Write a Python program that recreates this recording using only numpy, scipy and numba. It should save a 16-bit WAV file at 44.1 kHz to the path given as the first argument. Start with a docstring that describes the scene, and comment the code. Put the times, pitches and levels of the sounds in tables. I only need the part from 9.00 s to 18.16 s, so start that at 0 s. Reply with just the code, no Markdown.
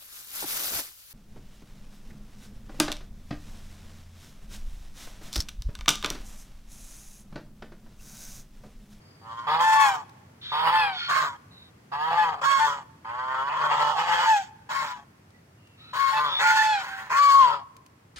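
"""Three geese honk a step or two from a phone with two microphone ports, in an open farmyard.
The calls are hoarse rattles of syrinx pulses that ring the windpipe and the open bill.
Many break into clear trumpet notes: gliding harmonics with a buzz of weaker lines between them.
Wheezes and, at the start, a distant chick's high peep are gliding narrow bands of noise; feet on grit tick.
A weak yard echo follows the birds; behind lies a low outdoor rumble of filtered noise."""
import sys
import numpy as np
from scipy import signal
from scipy.fft import rfft, irfft
from scipy.io import wavfile
from scipy.ndimage import uniform_filter1d
from numba import njit

SR = 44100
rng = np.random.default_rng(int(sys.argv[2]) if len(sys.argv) > 2 else 0)


def wav_out(sig):
    """Save sig, one row per channel (or a flat mono array), as 16-bit PCM at SR to the path in sys.argv[1]."""
    wavfile.write(sys.argv[1], SR, np.round(np.clip(np.atleast_2d(sig).T, -1, 1) * 32767).astype(np.int16))


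N = 403956
TIME = np.arange(N) / SR

# hoarse calls, with levels and resonances at full effort: start_s, rise_s, hold_s, release_s, swell_db,
# body_db, open_bill_db, rasp_db, hiss_db, sizzle_db, windpipe_hz, bill_hz, body_left_minus_right_db
HOARSE_CALLS = [(0.217, .13, 0.13, 0.027, 16.5, -37.5, -46, -54.5, -66.5, -82, 1060, 3030, -0.5),
                (0.472, 0.1, 0.068, 0.084, 4, -22, -32.5, -36.5, -57, -55.5, 964, 3460, -1),
                (0.61, .19, 0.047, 0.19, 5, -19.5, -30, -35, -38.5, -41.5, 1050, 3350, 1),
                (1.522, 0.19, 0.11, 0.16, 7.5, -21, -30, -34, -64, -49.5, 1000, 2770, 0.5),
                (2.087, 0.018, 0.082, 0.18, 11, -22, -25.5, -35, -42, -46.5, 1204, 4000, 1),
                (2.922, 0.18, 0.045, 0.05, 7, -25.5, -35.5, -41.5, -61, -60, 958, 2940, -0.5),
                (3.114, 0.069, 0.079, 0.17, 13.5, -24, -35, -41, -55.5, -60, 938, 3000, 0.5),
                (3.418, 0.046, 0.17, 0.2, 5, -22.5, -28.5, -36, -42, -49.5, 1098, 3390, 0),
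                (4.051, 0.3, 0.51, 0.1, 10, -28, -34.5, -47.5, -62.5, -68.5, 1064, 3080, 0.5),
                (4.499, 0.077, 0.12, 0.2, 13, -26.5, -36.5, -42, -55, -62, 1087, 3200, 0),
                (4.709, 0.079, 0.073, 0.33, 7, -24.5, -41.5, -37, -49, -58, 985, 2980, -3),
                (4.957, 0.24, 0.081, 0.07, 10.5, -22.5, -27, -32.5, -43, -51, 974, 3000, 1.5),
                (5.267, 0.027, 0.035, 0.17, 2, -44, -35, -37, -39.5, -49, 940, 2700, 0),
                (5.695, 0.03, 0.091, 0.22, 8, -30, -33.5, -41.5, -47, -53, 1038, 3930, 2),
                (6.936, 0.061, 0.13, 0.13, 4.5, -28.5, -33.5, -39.5, -49.5, -50.5, 1045, 4030, 3),
                (7.124, 0.05, 0.044, 0.19, 22, -23.5, -34, -41, -54, -54, 1113, 4000, 3),
                (7.388, 0.017, 0.083, 0.15, 16, -23, -20.5, -33, -37.5, -44, 1040, 4340, 1),
                (7.472, 0.043, 0.13, 0.29, -4.5, -28.5, -31, -35, -40, -46.5, 1060, 4400, 4.5),
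                (7.796, 0.071, 0.14, 0.17, 11.5, -41, -39, -52.5, -58.5, -57.5, 1045, 4050, 0.5),
                (8.1, 0.031, 0.045, 0.068, 9, -23.5, -25, -43, -42.5, -49, 1087, 4400, 0),
                (8.168, 0.048, 0.13, 0.26, 0, -38, -37, -35, -42, -48, 1040, 4280, -5),
                (8.405, 0.025, 0.044, 0.16, 6, -21, -36, -36.5, -61, -57.5, 1067, 2770, 3)]
# slap rate and unevenness of the syrinx, call after call: time_s, pulse_rate_hz, roughness (0-1)
SYRINX_PULSES = [(.24, 112, .05), (.42, 118, .1), (.47, 145, .35), (.63, 174, .3), (.82, 176, .5),
                 (1.02, 140, .4), (1.52, 146, .4), (1.76, 176, .35), (1.97, 148, .3), (2.09, 150, .7),
                 (2.16, 165, .6), (2.3, 138, .3), (2.92, 136, .35), (3.03, 156, .05), (3.13, 168, .4),
                 (3.22, 173, .25), (3.39, 140, .5), (3.42, 150, .6), (3.52, 158, .4), (3.63, 147, .2),
                 (3.8, 140, .45), (4.06, 112, .2), (4.2, 128, .12), (4.4, 132, .14), (4.47, 140, .15),
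                 (4.53, 150, .75), (4.65, 148, .55), (4.8, 146, .4), (4.93, 148, .5), (5.02, 168, .6),
                 (5.27, 176, .5), (5.43, 152, .3), (5.69, 150, .6), (5.77, 158, .45), (5.9, 141, .35),
                 (6.94, 140, .5), (7., 156, .5), (7.2, 150, .25), (7.36, 140, .5), (7.4, 160, .8),
                 (7.6, 175, .45), (7.78, 158, .6), (7.86, 130, .5), (8.1, 150, .7), (8.25, 162, .6),
                 (8.47, 149, .6), (8.58, 138, .4)]
# weaker resonances that move with the windpipe's: multiple of its frequency, level_db
WINDPIPE_OVERTONES = [(0.601, -19.5), (1.25, -2.5), (1.73, -13.5), (2.02, -17)]
# relative response of throat and bill: frequency_hz, gain_db
THROAT_RESPONSE = [(90, -32), (155, 4.5), (240, -14.5), (430, 5.5), (800, 5.5), (1450, 3.5), (1800, -2),
                   (2450, -8.5), (3120, 2.5), (3850, -4.5), (4900, -2), (5700, -16.5), (7100, -14.5),
                   (8800, -18), (11000, -20.5)]
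# clear notes within the calls: start_s, attack_s, hold_s, release_s, top_pitch_hz, scoop_hz, fall_hz,
# level_db, octave_db, third_harmonic_db, buzz_share (0-1), fundamental_left_minus_right_db
CLEAR_NOTES = [(0.615, 0.03, 0.18, .14, 884.3, 14, 132.5, -19.5, -26.5, -35, 0.97, 1.5),
               (0.763, 0.038, 0.026, 0.08, 1117, -16, 47.5, -20, -31, -48.5, .4, 36.5),
               (1.709, 0.037, 0.053, 0.16, 879.5, -4, 141.5, -22, -27.5, -32.5, 0.7, 0),
               (2.102, 0.015, 0.08, 0.038, 1091, 20.5, 34, -24.5, -41, -51, 0.7, -32),
               (3.169, 0.012, 0.028, 0.054, 863.6, -9, 12, -18.5, -29.5, -39, 0.3, 5.5),
               (3.447, 0.05, 0.031, 0.11, 1110, 20.5, 27.5, -18.5, -35, -41, 0.89, -13),
               (3.591, 0.029, 0.036, 0.02, 894, 1.5, 6, -20, -29, -44, 0, 5.5),
               (5.076, 0.058, 0.025, 0.1, 866, 4.5, 4, -26, -39, -47, 0, 7),
               (5.259, 0.041, 0.015, 0.11, 889, -16, 129, -16.5, -28.5, -39, 0.03, 0.5),
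               (5.723, 0.04, 0.029, 0.051, 1092, 21.5, 21, -28.5, -39.5, -54, 0.53, 38),
               (5.859, 0.019, 0.042, 0.061, 999.4, -15, 27, -35.5, -63, -60, 0, 8),
               (6.977, 0.035, 0.072, 0.078, 1098, -7, -3, -21, -37, -43, 0.4, 14),
               (7.121, 0.018, 0.05, 0.015, 874, 1.5, -21, -26, -34.5, -34.5, 0.4, 0),
               (7.406, 0.067, 0.24, 0.11, 878, 64.5, 105.5, -22, -32.5, -34, 0.6, -1.5),
               (7.446, 0.049, 0.022, 0.016, 1430, 15, 56.5, -19.5, -48, -60, .2, -1.5),
               (7.86, 0.052, 0.042, 0.13, 777, -17, 9, -43, -43, -66.5, 0.39, -5),
               (8.146, 0.069, 0.079, 0.049, 1146, 79.5, 49, -15, -33.5, -48.5, 0.28, 5.5),
               (8.315, 0.036, 0.052, 0.12, 1106, 2.5, 190.5, -12, -41, -54.5, 0, 5)]
# a distant chick's high peep (first two rows), then the geese's thin wheezes:
# start_s, length_s, first_pitch_hz, last_pitch_hz, width_hz, level_db midway
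PEEP_AND_WHEEZES = [(.01, 0.16, 4820, 4850, 50, -65), (0.156, 0.11, 4830, 4550, 70, -65.5),
                    (1.416, 0.22, 3780, 3460, 458, -36), (1.918, 0.2, 4440, 4290, 170, -38),
                    (1.929, 0.29, 1470, 1346, 60, -38.5), (1.924, 0.18, 3470, 3250, 489.8, -39),
                    (2.509, 0.19, 3950, 3750, 248, -54.5), (5.471, 0.25, 1657, 1550, 150, -65),
                    (6.334, 0.071, 1954, 1980, 60, -64.5), (6.576, 0.38, 2880, 2540, 130, -64),
                    (6.779, 0.254, 3880, 4020, 254, -53), (6.78, 0.22, 1264, 1420, 110, -60),
                    (7.248, 0.18, 3510, 3660, 220, -29.5), (7.55, 0.074, 1740, 1760, 40, -22.5),
                    (7.715, 0.11, 1687, 1443, 70, -31.5), (7.797, .2, 1612, 1534, 120, -40.5)]
# feet on grit: start_s, level_db at onset
FOOT_TICKS = [(1.094, -51), (6.305, -57), (6.673, -57), (8.766, -47), (8.863, -50)]
# relative spectrum of the outdoor background: frequency_hz, level_db (per Hz)
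YARD_SPECTRUM = [(15, -105), (25, -36), (99, 3), (280, -7.5), (520, -15.5), (1950, -22), (3930, -32),
                 (4620, -30.5), (15500, -41)]

# band edges of a call: body, open bill, rasp, hiss, sizzle
BODY_EDGE_HZ, BILL_EDGE_HZ, RASP_EDGE_HZ, SIZZLE_EDGE_HZ = 1430, 2600, 5300, 8000
# effort, in dB below full: it swells ever more slowly, holds, then drops ever faster
SWELL_CURVE, RELEASE_CURVE, RELEASE_DB, EDGE_S = 1.8, 1.71, 26, .006
# the upper bands follow effort more steeply than the body (dB per dB); rasp and hiss share a slope
BILL_SLOPE, RASP_SLOPE, SIZZLE_SLOPE = 1.23, 1.15, 1.5
TREMBLE_DB = 1.5  # spread of the random unsteadiness of effort
PIPE_SLOPE = 0.013  # windpipe and bill resonances rise with effort (octaves per dB)
PIPE_WANDER, PULSE_WANDER = .012, .018  # relative; the pulse wander is scaled by roughness
PIPE_WIDTH_HZ, OVERTONE_WIDTH_HZ, PIPE_DB = 290., 220., 23
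BILL_WIDTH_HZ, BILL_DB = 260, 5
RATTLE_YIELD = 0.82  # how fully the rattle's body gives way to a clear note
# a note scoops as it swells, droops while held, and falls as it fades
NOTE_ATTACK_DB, NOTE_RELEASE_DB, NOTE_FADE_CURVE = 10.5, 20.5, 1.95
DROOP_HZ_PER_S, HIGH_DROOP_HZ_PER_S, FALL_CURVE = 56, 264, 0.87
# the octave comes in after the note and fades slightly more slowly
OCTAVE_ATTACK_DB, OCTAVE_LINGER_DB = 17.5, 0.5
# above the third each harmonic is weaker; they outlast the fundamental
BRASS_STEP_DB, BRASS_LINGER_DB = -4.5, 3.5
BRASS_SMEAR = .42  # phase wander (rad), growing with the harmonic
BRASS_BILL_DB, BRASS_BILL_WIDTH_HZ = 4.5, 90  # a harmonic lights up as it crosses the bill resonance
UNDERTONE_DB = -30.5  # a weak line below the note, relative to it
YARD_DB = -56  # before a slow drift
TOP_HZ = 15900


def geese(air=7.1, body_lock=0.066, bill_lock=0.92, rasp_lock=0.8):
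    """Rattle and buzz sound through the throat; the stronger the clear note, the more the buzz takes over."""
    levels, (pipe_hz, bill_hz) = efforts()
    clear, buzz, buzziness = trumpet(bill_hz)
    times, rates, roughness = np.transpose(SYRINX_PULSES)
    rough = np.interp(TIME, times, roughness)
    pulse_hz = np.interp(TIME, times, rates) * (1 + PULSE_WANDER * rough * walk(25))
    slaps, puffs = rattle(pulse_hz, rough)

    # lock is the clear note's share of power against the rattle's body
    note_power = np.maximum(uniform_filter1d(np.mean(clear ** 2, axis=0), size=400), 0)
    lock = note_power / (note_power + np.mean(levels[0] ** 2, axis=0) + 1e-9)
    levels[0] *= (1 - lock) ** RATTLE_YIELD

    # air hisses higher up, in the bill, the more the rougher the call
    ringing = undb(PIPE_DB) * windpipe(slaps, pipe_hz) + slaps
    hiss = air * rough * butter(puffs, 1500, "high", order=2)
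    hoarse = colour(ringing + hiss, THROAT_RESPONSE)[0]
    hoarse = hoarse + undb(BILL_DB) * resonance(hoarse, bill_hz, BILL_WIDTH_HZ)
    buzz = colour(buzz, THROAT_RESPONSE)[0]

    # edges, filter kind, greatest buzz share, scatter_db
    bands = [(BODY_EDGE_HZ, "low", body_lock, -5),
             ([BODY_EDGE_HZ, BILL_EDGE_HZ], "band", bill_lock, -3),
             ([BILL_EDGE_HZ, RASP_EDGE_HZ], "band", rasp_lock, 1.5),
             ([RASP_EDGE_HZ, SIZZLE_EDGE_HZ], "band", rasp_lock, 2),
             (SIZZLE_EDGE_HZ, "high", rasp_lock, 3)]
    out = clear
    for gain, (edge, kind, most, scatter_db) in zip(levels, bands):
        share = np.clip(most * lock * buzziness, 0, 1)
        rough_part, locked_part = (steady(butter(x + 1e-18, edge, kind, order=6)[None])[0]
                                   for x in (hoarse, buzz))
        grain = np.sqrt(1 - share) * rough_part + np.sqrt(share) * locked_part
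        out = out + gain * steady(ports(grain, scatter_db, scatter_s=0.029))
    return out


def efforts(bill_pan_db=0.5, rasp_pan_db=-3.5, hiss_pan_db=-0.5, sizzle_pan_db=4):
    """Each call's effort sets its band levels and its windpipe and bill resonances."""
    levels, throat_hz = np.zeros((5, 2, N)), np.zeros((2, N))
    throat_hz[:] = np.array(HOARSE_CALLS[0][10:12])[:, None]
    tremble = TREMBLE_DB * walk(16.0)
    slopes = (1, BILL_SLOPE, RASP_SLOPE, RASP_SLOPE, SIZZLE_SLOPE)
    for start, rise, hold, release, swell_db, *bands_db, pipe_hz, bill_hz, pan_db in HOARSE_CALLS:
        where, gate, (rising, _, falling) = stages(start, rise, hold, release, EDGE_S)
        effort = -swell_db * (1 - rising) ** SWELL_CURVE - RELEASE_DB * falling ** RELEASE_CURVE
        effort = effort + tremble[where]
        pans_db = (pan_db, bill_pan_db, rasp_pan_db, hiss_pan_db, sizzle_pan_db)
        for band, db, slope, side_db in zip(levels, bands_db, slopes, pans_db):
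            call = pan(side_db) * gate * undb(db + slope * effort)
            band[:, where] = np.hypot(band[:, where], call)  # overlapping calls add in power
        throat_hz[:, where] = np.array([[pipe_hz], [bill_hz]]) * 2 ** (PIPE_SLOPE * effort)
    return levels, throat_hz * (1 + PIPE_WANDER * walk(31))


def rattle(hz, rough, scatter_db=6.0, rebound=1.9, puff=0.78):
    """Syrinx slaps, early or late and rebounding within the cycle when rough; a puff of air follows each."""
    cycles = np.cumsum(hz) / SR
    times = np.interp(np.arange(1, cycles[-1]), cycles, TIME)
    early, strong, bounce = rng.standard_normal((N // 100, 3))[:len(times)].T
    unrest, period = np.interp(times, TIME, rough), np.gradient(times)
    times = times + .09 * unrest ** 2 * period * early
    rebounds = times + bounce % 1 * period
    sizes = np.append(undb(scatter_db * unrest * strong), rebound * unrest ** 2)
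    samples = (np.append(times, rebounds) * SR).astype(int)
    pulses = np.bincount(samples, sizes, minlength=N)[:N]
    puffs = np.exp(-(cycles % 1) / puff) * rng.standard_normal(N)
    return unit(pulses), unit(puffs)


def windpipe(slaps, hz):
    """Each slap rings the long windpipe; every resonance swells and fades, with deep valleys between them."""
    def ring(centre_hz, width_hz):
        return resonance(resonance(slaps, centre_hz, width_hz), centre_hz, width_hz)
    overtones = sum(undb(db) * ring(multiple * hz, OVERTONE_WIDTH_HZ) for multiple, db in WINDPIPE_OVERTONES)
    return ring(hz, PIPE_WIDTH_HZ) + overtones


def trumpet(bill_hz, waver=.0028, flutter=0.0046, shimmer_db=1.0, between_db=-8, lag_s=0.00014,
            fade_s=.012, slip=0.9):
    """Membranes lock to the windpipe: returns clear notes with harmonics, a buzz, and the buzz's share."""
    clear, buzz, buzziness = np.zeros((2, N)), np.zeros(N), np.zeros(N)
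    for (start, attack, hold, release, hz, scoop_hz, fall_hz, db, octave_db, brass_db,
         share, pan_db) in CLEAR_NOTES:
        where, gate, (rising, held, falling) = stages(start, attack, hold, release, fade_s)
        count = len(TIME[where])
        buzziness[where] = np.maximum(buzziness[where], share * gate)

        droop = DROOP_HZ_PER_S if hz < 1000 else HIGH_DROOP_HZ_PER_S
        arch = hz - scoop_hz * (1 - rising) ** 2 - droop * hold * held - fall_hz * falling ** FALL_CURVE
        pitch = arch * (1 + waver * walk(50, count) + flutter * walk(440, count))
        phase = 2 * np.pi * np.cumsum(pitch) / SR
        at_ports = phase - 2 * np.pi * pitch * np.array([[lag_s], [0]])  # the left port hears it later

        gate = gate * undb(-NOTE_ATTACK_DB * (1 - rising) ** 2 - NOTE_RELEASE_DB * falling ** NOTE_FADE_CURVE)
        gate = gate * undb(shimmer_db * walk(82, count))
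        first = gate * undb(db)
        second = gate * undb(octave_db - OCTAVE_ATTACK_DB * (1 - rising) + OCTAVE_LINGER_DB * falling)
        fundamental = pan(pan_db) * first * np.sin(at_ports)
        octave = pan(3.3) * second * np.sin(2 * at_ports)
        clear[:, where] += np.sqrt(2) * (fundamental + octave)

        late_db = OCTAVE_ATTACK_DB * (1 - (rising + held) / 2)
        brass = gate * undb(brass_db - late_db + BRASS_LINGER_DB * falling)
        for k in range(3, 7):
            lit_db = BRASS_BILL_DB / (1 + ((k * pitch - bill_hz[where]) / BRASS_BILL_WIDTH_HZ) ** 2)
            smear = BRASS_SMEAR * (k - 2) * walk(110, count) + rng.uniform(0, 2, (2, 1))
            level = brass * undb(BRASS_STEP_DB * (k - 3) + lit_db + 3 * walk(35, count))
            clear[:, where] += level * np.sin(k * phase + smear)

        # low notes repeat every third cycle, high notes every second:
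        # weaker, unsteady lines between the harmonics
        cycles = 3 if hz < 1000 else 2
        undertone = np.sin((1 - 1 / cycles) * at_ports + slip * walk(51, count))
        clear[:, where] += first * undb(UNDERTONE_DB) * undertone
        for k in range(cycles + 1, 12 * cycles):
            if k % cycles or k > 3 * cycles:
                drift = rng.uniform(0, 2 * np.pi) + slip * walk(48, count)
                line_db = between_db if k % cycles else 0
                buzz[where] += first * undb(line_db) * np.sin(k / cycles * phase + drift)
    return clear, buzz, buzziness


def peep_and_wheezes(hiss_db=-10):
    """Chick's peep, then air through a goose's narrow glottis: gliding, smeared whistles in a little hiss."""
    out = np.zeros(N)
    hiss = unit(butter(rng.standard_normal(N), [1100, 4500], "band", order=4))
    for start, length, first_hz, last_hz, width_hz, db in PEEP_AND_WHEEZES:
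        where, _ = span([max(start, 0), start + length], 0.003)
        u = np.linspace(0, 1, len(TIME[where]))
        carrier = np.exp(2j * np.pi * np.cumsum(first_hz + (last_hz - first_hz) * u) / SR)
        smear = walk(width_hz / 2, len(u)) + 1j * walk(width_hz / 2, len(u))
        whistle = np.real(carrier * smear)
        swell = 2 * np.sqrt(u * (1 - u))
        out[where] += undb(db) * swell * (whistle + undb(hiss_db) * hiss[where])
    return ports(out, scatter_db=-8, scatter_s=.004)


def steps(decay_s=0.0043):
    """Webbed feet nudge grit: short dry ticks of decaying noise."""
    knocks = sum(undb(db) * (TIME >= s) * np.exp(-np.abs(TIME - s) / decay_s) for s, db in FOOT_TICKS)
    return knocks * unit(butter(rng.standard_normal((2, N)), [600, 6000], "band", order=1))


def ports(x, scatter_db, scatter_s, size=600):
    """The left port hears it a little later; scatter off ground and bodies shifts as the birds move."""
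    out = np.array([np.roll(x, 6), x])
    for _ in range(2):
        response = rng.standard_normal((2, size)) * np.exp(-np.arange(size) / SR / scatter_s)
        response[:, :12] = 0  # scatter arrives after the direct sound
        response /= np.sqrt(np.sum(response ** 2, axis=1, keepdims=True))
        shifting = butter(x, 230, "high", order=2) * np.sin(2 * walk(1.97))
        out += undb(scatter_db) * convolve(shifting, response)
    return out


def yard_echo(x, wet_db=-28, t60_s=0.94, damp_hz=7000, gap_s=0.015):
    """Sheds and walls return a weak tail, modelled as decaying noise after a short gap."""
    t = TIME[:SR]
    noise = butter(rng.standard_normal((2, SR)), min(damp_hz, 18000), "low", order=1)
    tail = noise * np.exp(-np.log(1000) * t / t60_s) * (t > gap_s)
    return undb(wet_db) * convolve(x.mean(axis=0), tail / np.sqrt(np.sum(tail ** 2) / 2))


def background(side_db=-22):
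    """Distant rumble, nearly alike at both ports, under a faint wide hiss."""
    mid, side = rng.standard_normal((2, N))
    side = butter(side, 440, "high", order=2) + undb(side_db) * side
    air = colour(mid + side * np.array([[1], [-1]]), YARD_SPECTRUM, size=8192)
    drift_db = np.interp(TIME, [0, N / SR], [2.5, -1])
    return unit(air) * undb(YARD_DB + drift_db)


def undb(db):
    """Amplitude ratio of a level in dB."""
    return 10 ** (np.asarray(db) / 20)


def unit(x):
    """Scale to an RMS of 1."""
    return x / np.sqrt(np.mean(x ** 2))


def steady(x):
    """Hold the level at 1 over a few hundredths of a second, so that only the grain is left."""
    power = uniform_filter1d(uniform_filter1d(np.mean(x ** 2, axis=0), size=1100), size=700)
    return x / np.sqrt(np.maximum(power, 0) + 1e-12)


def butter(x, hz, kind, order=4):
    """Butterworth filter with the given edges."""
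    return signal.sosfilt(signal.butter(order, hz, kind, fs=SR, output="sos"), x)


def convolve(x, response):
    """Convolve each channel, cut to the scene's length."""
    return signal.oaconvolve(np.atleast_2d(x), np.atleast_2d(response), axes=1)[:, :N]


def colour(x, points, size=2048):
    """Causal minimum-phase filter with the given (Hz, dB) response."""
    hz, db = np.transpose(points)
    bins_hz = np.arange(size // 2 + 1) * SR / size
    gain = undb(np.interp(np.log(bins_hz + 1), np.log(hz), db))
    cepstrum = irfft(np.log(gain))
    cepstrum[1:size // 2] *= 2
    cepstrum[size // 2 + 1:] = 0
    return convolve(x, irfft(np.exp(rfft(cepstrum))))


@njit
def resonance(x, hz, width):
    """Band-pass whose centre moves, gain 1 at the centre."""
    y, band, low = np.empty(len(x)), 0., 0.
    for i in range(len(x)):
        g, k = np.tan(np.pi * hz[i] / SR), width / hz[i]
        v = (band + g * (x[i] - low)) / (1 + g * (g + k))
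        band, low, y[i] = 2 * v - band, low + 2 * g * v, k * v
    return y


def walk(hz, count=N):
    """Smooth random wander of spread 1."""
    return unit(butter(rng.standard_normal(count + SR // 4), hz, "low", order=2)[-count:])


def pan(db):
    """Left and right gains of equal total power, from left minus right in dB."""
    return unit(undb(np.array([[db], [-db]]) / 2))


def span(times, fade_s):
    """The samples of a sound and its fades at both ends."""
    first, last = times[0] - fade_s, times[-1] + fade_s
    where = slice(max(int(first * SR), 0), min(int(last * SR), N))
    return where, np.interp(TIME[where], [first, times[0], times[-1], last], [0, 1, 1, 0])


def stages(start, attack, hold, release, fade_s):
    """The samples of a sound, its fades, and its progress (0-1) through attack, hold and release."""
    corners = start + np.cumsum([0, attack, hold, release])
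    where, gate = span(corners, fade_s)
    return where, gate, [np.interp(TIME[where], corners[k:k + 2], [0, 1]) for k in range(3)]


def scene():
    """Geese near the microphones, a distant chick, their echo off the yard, and the outdoor background."""
    birds = geese() + peep_and_wheezes() + steps()
    return birds + yard_echo(birds) + background()


def record(dry):
    """The phone cuts the top with a steep low-pass."""
    return signal.sosfilt(signal.ellip(10, .2, 80, TOP_HZ, fs=SR, output="sos"), dry)


dry = scene()
out = record(dry)
wav_out(out)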